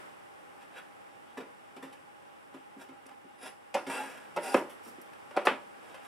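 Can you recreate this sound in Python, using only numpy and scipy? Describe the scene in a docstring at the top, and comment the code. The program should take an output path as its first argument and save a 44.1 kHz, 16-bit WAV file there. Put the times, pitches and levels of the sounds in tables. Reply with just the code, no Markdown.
"""Soft room air, a fan's whirr and mains hum come first, then faint scrapes and bumps as a memory riser
card is lifted into the metal cage of a desktop computer. Its steel clips tick, its edge slips over tiny
ridges on the guide rails, firm pushes make the metal sing and squeak, and it seats with heavy knocks.
Board, cage, thin sheet metal, clips and rails ring under every contact, in a small room."""
import sys
import numpy as np
from scipy import signal
from scipy.fft import rfft, irfft, next_fast_len
from scipy.io import wavfile
from scipy.ndimage import map_coordinates

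SR = 44100
rng = np.random.default_rng(int(sys.argv[2]) if len(sys.argv) > 2 else 0)


def waveform_to_disk(signal):
    """Save audio, clipped to [-1, 1], as 16-bit WAV at the path in sys.argv[1]."""
    frames = np.transpose(np.atleast_2d(signal))
    scaled = np.clip(frames, -1, 1) * 32767
    samples = np.round(scaled).astype(np.int16)
    wavfile.write(sys.argv[1], SR, samples)


N = 267907

# room tone fader: (time [s], level [dB])
AIR_LEVEL = [(0, -52.5), (.16, -57.5), (2.2, -59.5), (3.5, -61), (4.3, -56), (6.07, -56.5)]
# room tone colour: (frequency [Hz], mid shape [dB], side shape [dB])
AIR_SPECTRUM = [(28, -32, -50), (60, -24.5, -28), (133, -14.5, -14.5), (282, -7.5, -8), (457, -8.5, -9),
                (604, -6.5, -4.5), (623, -8.5, -19), (960, -7.5, -11), (1350, -9, -11), (2940, -18, -23),
                (4230, -25, -33.5), (9200, -26, -34.5), (11900, -33, -38.5), (15100, -36, -49)]
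# fan whirr: (pitch [Hz], nominal width [Hz], mid level [dB], side level [dB])
FAN_WHIRR = [(813.7, 25.7, -63.5, -59), (2820, 22, -80, -80)]

# sliding pushes: (full pressure at [s], hold [s], release [s], cage [dB], sheet [dB], clips [dB],
# rail before its lift [dB], edge [dB])
STROKES = [(0.618, .005, 0.036, -70, -55, -68, -65, -85), (0.767, 0.015, 0.032, -52, -46.5, -58, -61, -83),
           (2.812, 0.0067, 0.033, -49.5, -52.5, -59, -58, -69),
           (3.43, 0.05, 0.03, -49.5, -49.5, -58.5, -56, -76),
           (3.9, 0.046, 0.28, -40, -39.5, -68, -49.5, -65), (4.093, 0.023, 0.033, -76, -82, -74, -69, -79),
           (4.439, 0.13, 0.045, -44, -47, -69, -49.5, -65), (4.846, 0.044, .06, -73, -67, -76, -59, -63),
           (5.368, 0.05, 0.033, -40.5, -52, -60, -71, -85),
           (5.836, 0.08, 0.13, -58, -61.5, -71, -69.5, -82),
           (6.045, 0.0073, 0.032, -61, -55, -63, -63, -74)]
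# ringing parts: (low [Hz], high [Hz], tail t60 [s], tail [dB], side re tail [dB], quick echoes [dB])
BOARD = (206, 465, 0.32, -1, -30, 4)
CAGE = (470, 1335, 0.315, -4.5, -15.5, -0.5)
SHEET = (1240, 2906, 0.2452, 4, -9, 5)
CLIPS = (3005, 3757, -0.25, 2.5, -15, 13)  # negative t60: this tail swells and cuts off, like a late echo
RAIL = (4598, 12096, 0.33, 1.5, -1, 8.5)
EDGE = (12300, 16500, 0.08, 2, 0, 3)
# resonances of card and cage: (pitch [Hz], width [Hz], peak re the dense bed [dB])
RESONANCES = [(270.3, 9.4, -5), (342, 18, 2.5), (380, 47, 5), (464, 24, 2.5), (522, 22, 9), (577.3, 30, 12),
              (758, 66, 6), (854, 27, 4.5), (946, 20, 7), (1018, 45, 3.5), (1220, 180, 0.5), (1402, 12, 4),
              (1700, 61, 1), (1940, 24, -2), (2140, 13, -13.5), (2560, 72, -6.5), (4720, 2900, 1)]

# the board bumps on opening and guides: (time [s], chatter [s], level [dB], hardness [dB/octave],
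# bending re board [dB])
BUMPS = [(1.372, 0.019, -45.5, 0, 0), (1.404, 0.014, -52, -0.5, -4), (1.764, 0.011, -55, 1, 5),
         (1.825, 0.025, -50.5, 1.3, 8.5), (1.862, 0.0082, -66, -1, 1), (2.54, 0.023, -54.5, 0, 7.5),
         (2.765, 0.012, -71.5, -10, 6.5), (2.886, 0.028, -58, 0, 7.5), (3.057, 0.0049, -63, 0, 2.5),
         (3.238, 0.014, -70.5, -6.5, 0.5), (3.866, 0.017, -48, 2, 13.5), (4.858, 0.02, -55, -1, -19),
         (4.982, 0.0049, -75.5, -15, -12), (5.508, 0.0064, -50.5, -6.5, -2.5)]
# steel clips tick on the cage: (time [s], chatter [s], level [dB], hardness [dB/octave])
CLIP_TICKS = [(1.926, 0.016, -60.5, 0), (3.065, 0.0023, -82, 7.5), (3.091, 0.0016, -62.5, -1),
              (3.113, 0.01, -59, -4), (4.695, 0.029, -64.5, 3.5), (5.015, 0.0018, -104, 15),
              (5.133, 0.0015, -62, -1), (5.309, 0.004, -55.5, -3), (5.943, 0.013, -53, -1.5)]
# the card grazes a stop, strikes and rebounds: (time [s], chatter [s], level [dB], hardness [dB/octave],
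# board trim [dB], panel re level [dB], graze lead [s], graze level [dB], graze hardness [dB/octave],
# rebound delay [s], rebound re level [dB])
KNOCKS = [(3.7505, 0.0036, -32, -2.5, -10, 8, .0085, -36.5, 2, 0.0165, -3),
          (4.371, 0.0055, -33, -0.5, -22, 2, 0.0085, -37.5, 0.06, .015, -11),
          (4.5445, 0.00036, -23.5, -0.5, 4, -5, 0.0019, -37.5, 2, 0.032, -15.5),
          (5.372, 0.0017, -31, 1, 0, 6, .007, -37, 0, .005, -23),
          (5.4703, 0.0004, -21.5, 2.5, 1, 0.5, 0.018, -36, 2, 0.0054, -17)]
# hit voicings, re the cage: (tilt in a part [dB/octave], board [dB], sheet [dB], clips [dB], rail [dB])
BUMP_MIX = (-2, 2, -2, -8.5, -12)
TICK_MIX = (2.5, -12.5, 2.5, -7, -4)
GRAZE_MIX = (-5.5, -3, -4, -25, -13)
BLOW_MIX = (-3.5, -7, -7, -48, -48)
# trims on the dense ring of a hit: (board [dB], cage [dB], sheet [dB], clips [dB], rail [dB])
PART_TRIM_DB = (-13, -12, -12.5, -18, -13)
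# bending modes of the card: (pitch [Hz], t60 [s], trim [dB])
FLEX_MODES = [(153.5, 0.2, -14.5), (266.5, 0.15, 4.5), (384, 0.13, -2.5)]

# the metal sings under firm pushes, and after the knock at 3.75 s and the graze at 5.46 s: # (full strength at
# [s], hold [s], release [s], swell [s], drone [dB], # sheet [dB], rail [dB], rail pitch [Hz], whistle [dB],
# zing [dB])
SINGING_SPELLS = [(3.432, .045, .05, .06, -61, -59, -60, 5000, -71, -56.5),
                  (3.753, .012, .07, .007, -62, -50, -55, 5280, -69, -59.5),
                  (3.92, .045, .1, .05, -47.5, -52, -58.5, 4740, -51.5, -56),
                  (4.44, .1, .025, .05, -44, -53.5, -56.5, 4860, -62, -56),
                  (5.456, .007, .03, .004, -70, -66, -68, 5280, -53, -54)]
# singing modes of panel, sheet and rail: (pitch [Hz], noise width [Hz], trim [dB])
PANEL_DRONE = [(537, 50, -1), (395, 60, -4.5), (797, 60, -7)]
SHEET_RING = [(1432, 30, -1), (1960, 50, -6), (2530, 70, -5), (2675, 60, -1), (2890, 70, -7),
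              (3500, 70, -10)]
RAIL_WHISTLE = [(8020, 200, -6), (8700, 150, 0)]
RAIL_ZING = [(10270, 120, 0), (9950, 250, -9)]
# rail modes tuned by each push: (multiple of rail pitch [ratio], noise width [Hz], trim [dB])
RAIL_RING = [(1, 140, 0), (1.12, 220, -5)]
# reverb on singing and bending: (tail t60 [s], tail [dB], side re tail [dB], quick echoes [dB])
SING_REVERB = (0.25, -7, 0, -6)
# a rail squeaks under the long push: (peak at [s], release [s], level [dB], pitch [Hz], jitter [0-1])
SQUEAKS = [(3.94, 0.096, -41, 979, .12), (4.005, 0.06, -34.5, 846, 0.01)]
# dips in the master EQ: (centre [Hz], width [Hz], depth [0-1])
TREBLE_HOLLOWS = [(4110, 700, 0.37), (6570, 1410, 0.59)]

ENTRY_S = (3.3, 4.8)  # the card bends while it enters the guides; after that they hold it
RING_SAMPLES = 24000


def amp(db):
    """Decibels to gain."""
    return 10 ** (np.asarray(db) / 20)


def unit(x):
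    """Scale to rms 1."""
    return x / np.sqrt(np.mean(x ** 2) + 1e-20)


def wobble(rate):
    """A smooth random curve, rate knots a second."""
    knots = rng.standard_normal(int(N * rate / SR) + 4)
    return map_coordinates(knots, [np.arange(N) * rate / SR], order=1)


def filtered(x, response):
    """Shape x with a complex frequency response."""
    n = x.shape[-1]
    size = next_fast_len(n + 8192, True)
    return irfft(rfft(x, size) * response(np.fft.rfftfreq(size, 1 / SR)), size)[..., :n]


def resonance(f, hz, width):
    """Response of one damped mode."""
    return 1j * f * width / (hz * hz - f * f + 1j * f * width)


def coloured(hz, db):
    """Noise of rms 1 through an EQ curve."""
    curve = lambda f: amp(np.interp(np.log(f + 1), np.log(hz), db))
    return unit(filtered(rng.standard_normal(N), curve))


def room_tone(side_db=4, hum_hz=100, hum_db=-83):
    """The bed: soft air noise, mains hum and a fan's narrow whirr."""
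    t = np.arange(N) / SR
    air = amp(np.interp(t, *np.transpose(AIR_LEVEL)))
    bands, mid_shape, side_shape = np.transpose(AIR_SPECTRUM)
    hum = amp(hum_db) * np.sqrt(2) * np.sin(2 * np.pi * hum_hz * t)
    mid = air * coloured(bands, mid_shape) + hum
    side = air * amp(side_db) * coloured(bands, side_shape)
    for hz, width, fan_mid_db, fan_side_db in FAN_WHIRR:
        whirr = filtered(rng.standard_normal((2, N)), lambda f: resonance(f, hz, width * 2) ** 2)
        mid += amp(fan_mid_db) * unit(whirr[0])
        side += amp(fan_side_db) * unit(whirr[1])
    return np.array([mid + side, mid - side])


def pressure(start, hold, release, swell=0.038):
    """Envelope of a push: up 20 dB per swell time, a hold, then down 20 dB per release time."""
    t = np.arange(N) / SR - start
    return amp(20 * np.minimum(0, np.minimum(t / swell, (hold - t) / release)))


def ringing(force, part):
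    """Force rings one part: strong resonances stand on a bed of dense modes."""
    band = signal.butter(3, part[:2], "band", fs=SR, output="sos")
    modes = lambda f: 1 + sum(amp(db) * resonance(f, hz, width) for hz, width, db in RESONANCES)
    return signal.sosfilt(band, filtered(force, modes))


def reverb(part, case_t60=0.02, case_side_db=-15):
    """Stereo response: direct sound, quick echoes in the case, then the tail of case and room."""
    t60, tail_db, side_db, case_db = part[-4:]
    t = np.arange(RING_SAMPLES) / SR
    noise = rng.standard_normal((2, 2, RING_SAMPLES))
    echoes = unit(noise[0] * amp(-60 * t / case_t60) * (1 - np.exp(-t / 0.0025)))
    echoes *= amp([[case_db], [case_db + case_side_db]])
    tail = unit(noise[1] * amp(-60 * t / t60) * (1 - np.exp(-t / 0.002)))
    tail *= amp([[tail_db], [tail_db + side_db]])
    mid, side = (echoes + tail) / np.sqrt(RING_SAMPLES)
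    mid[0] += 1
    return np.array([mid + side, mid - side])


def in_case(vibration, part):
    """Send a sustained sound through a reverb of unit energy."""
    response = unit(reverb(part)) / np.sqrt(RING_SAMPLES)
    return signal.fftconvolve(vibration[None], response, axes=1)[:, :N]


def scrapes(slips_per_s=7000, spread_db=3.5, judder_db=2, board_db=-11, rail_lift_db=2, flex_db=4):
    """The card's edge catches on tiny ridges; the slips ring every part, under the singing metal."""
    catches = rng.random(N) < slips_per_s / SR
    slips = catches * rng.standard_normal(N) * amp(spread_db * rng.standard_normal(N))
    slips *= amp(judder_db * wobble(200))
    cage, sheet, clips, rail, edge = sum(amp(levels)[:, None] * pressure(s, hold, release)
                                         for s, hold, release, *levels in STROKES)
    board = cage * amp(board_db)
    t = np.arange(N) / SR
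    entering = (t > ENTRY_S[0]) & (t < ENTRY_S[1])
    flex = unit(filtered(slips, lambda f: resonance(f, hz=266, width=11)))
    bending = board * amp(flex_db) * flex * entering
    pushes = ((BOARD, board), (CAGE, cage), (SHEET, sheet), (CLIPS, clips),
              (RAIL, rail * amp(rail_lift_db)), (EDGE, edge))
    rasp = sum(in_case(push * unit(ringing(slips, part)), part) for part, push in pushes)
    return rasp + in_case(bending + singing_metal(), SING_REVERB)


def contact(s, chatter, db, hardness, mix, flex_db=-25, board_db=0, panel_db=-3):
    """Voice a hit: (time [s], chatter [s], tilt [dB/octave], flex [dB], panel [dB], each part [dB])."""
    tilt, board, sheet, clips, rail = mix
    centres = np.sqrt([low * high for low, high, *_ in (BOARD, CAGE, SHEET, CLIPS, RAIL)])
    octaves_above_cage = np.log2(centres / centres[1])
    levels = db + np.array([board + board_db, 0, sheet, clips, rail]) + hardness * octaves_above_cage
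    return (s, chatter, tilt + hardness, levels[0] + flex_db, db + panel_db, *levels)


def contact_cues():
    """The hit list: bumps, clip ticks, and the graze, blow and rebound of every knock."""
    hits = [contact(*bump, BUMP_MIX, flex_db) for *bump, flex_db in BUMPS]
    hits += [contact(*tick, TICK_MIX, flex_db=-1) for tick in CLIP_TICKS]
    for s, chatter, db, hardness, board, panel, lead, graze_db, graze_hardness, delay, drop in KNOCKS:
        graze = contact(s - lead, lead, graze_db, graze_hardness, GRAZE_MIX)
        blow = contact(s, chatter, db, hardness, BLOW_MIX, board_db=board, panel_db=panel)
        rebound = contact(s + delay, 0.0024, db + drop, hardness, BLOW_MIX, board_db=board)
        hits += [graze, blow, rebound]
    return hits


def clatter(hits, clean_s=0.0051, corner_hz=120):
    """An impulse plus a chatter of micro-impacts rings the parts; long chatter hides the impulse."""
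    t = np.arange(RING_SAMPLES) / SR
    chatter, tilt = np.transpose(hits)[1:3, :, None]
    force = rng.standard_normal((len(hits), RING_SAMPLES))
    force *= np.exp(-t / chatter) * np.sqrt(2 * chatter / SR) / clean_s
    force[:, 0] += 1
    # a hard edge favours the upper modes of every part, a soft one the lower
    force = filtered(force, lambda f: (1 + 1j * f / corner_hz) ** (tilt / (20 * np.log10(2))))
    out = np.zeros((2, N + RING_SAMPLES))
    for k, part in enumerate((BOARD, CAGE, SHEET, CLIPS, RAIL)):
        for (s, _, _, _, _, *levels), ring in zip(hits, ringing(force, part)):
            blow = signal.fftconvolve(ring[None], reverb(part), axes=1)[:, :RING_SAMPLES]
            out[:, round(s * SR):][:, :RING_SAMPLES] += amp(levels[k] + PART_TRIM_DB[k]) * unit(blow)
    return out[:, :N]


def booms(hits, stiff_hz=335, stiff_t60=0.038, panel_hz=579, panel_t60=0.11, lift_db=3, rise_s=0.00065):
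    """The body of each hit: the card's bending modes and the cage's main panel swing and die away."""
    t = np.arange(RING_SAMPLES) / SR
    out = np.zeros(N + RING_SAMPLES)
    detunes = 1 + 0.011 * rng.standard_normal((len(hits), len(FLEX_MODES) + 2))
    for (s, chatter, _, flex, panel, board, *_), detune in zip(hits, detunes):
        attack = 1 - np.exp(-t / (chatter / 2 + rise_s))
        modes = [(hz, t60, flex + db) for hz, t60, db in FLEX_MODES]
        modes += [(stiff_hz, stiff_t60, board - 1), (panel_hz, panel_t60, panel + 1)]
        for (hz, t60, db), shift in zip(modes, detune):
            envelope = attack * amp(db + lift_db - 60 * t / t60)
            out[round(s * SR):][:RING_SAMPLES] += envelope * np.sin(2 * np.pi * hz * shift * t)
    return out[:N]


def singing_metal(drift_db=3, pitch_wander=0.005):
    """Each spell of singing, from a firm push or a knock, has its own blend of modes, wavering in pitch and
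    level under the moving edge."""
    s, hold, release, swell, drone, sheet, rail, rail_hz, whistle, zing = np.transpose(SINGING_SPELLS)
    pushes = np.array([pressure(*shape) for shape in zip(s, hold, release, swell)])
    # the rail's pitch depends on where the card presses: the strongest push sets it
    rail_pitch = rail_hz[pushes.argmax(axis=0)]
    rail_modes = [(ratio * rail_pitch, width, db) for ratio, width, db in RAIL_RING]
    voices = ((drone, PANEL_DRONE), (sheet, SHEET_RING), (rail, rail_modes),
              (whistle, RAIL_WHISTLE), (zing, RAIL_ZING))
    out = np.zeros(N)
    for levels, modes in voices:
        push = amp(levels) @ pushes
        for hz, width, db in modes:
            flutter = filtered(rng.standard_normal((2, N)), lambda f: (1 + 1j * f / width) ** -3)
            phase = 2 * np.pi * np.cumsum(hz * (1 + pitch_wander * wobble(25))) / SR
            tone = unit(flutter[0] * np.cos(phase) + flutter[1] * np.sin(phase))
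            out += push * amp(db + drift_db * wobble(25)) * tone
    return out


def rail_squeak(rough_db=1.5):
    """For a moment the slips lock together, first into a rasp, then into an unsteady tone."""
    out = np.zeros(N)
    for s, release, db, hz, jitter in SQUEAKS:
        phase = 2 * np.pi * np.cumsum(hz * (1 + jitter * wobble(400))) / SR
        envelope = amp(db + rough_db * wobble(90)) * pressure(s, 0, release)
        out += envelope * np.sqrt(2) * np.sin(phase)
    return out


def scene(card_pan_db=0.37, room_pan_db=0.42, low_cut_hz=115):
    """The mix: the card up close over the room tone, both just right of centre."""
    hits = contact_cues()
    card = clatter(hits) + booms(hits) + scrapes() + rail_squeak()
    # small panels radiate no deep bass
    card = signal.sosfilt(signal.butter(4, low_cut_hz, "high", fs=SR, output="sos"), card)
    room = room_tone()
    return card * amp([[-card_pan_db], [card_pan_db]]) + room * amp([[-room_pan_db], [room_pan_db]])


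def record(dry, rolloff_hz=14400, top_hz=15800):
    """Master EQ: two treble hollows, a steep roll-off and a hard ceiling on the highs."""
    hollows = lambda f: 1 - sum(depth * resonance(f, hz, width) for hz, width, depth in TREBLE_HOLLOWS)
    high_cut = lambda f: (f < top_hz) / np.sqrt(1 + (f / rolloff_hz) ** 12)
    return filtered(dry, lambda f: hollows(f) * high_cut(f))


dry = scene()
out = record(dry)
waveform_to_disk(out)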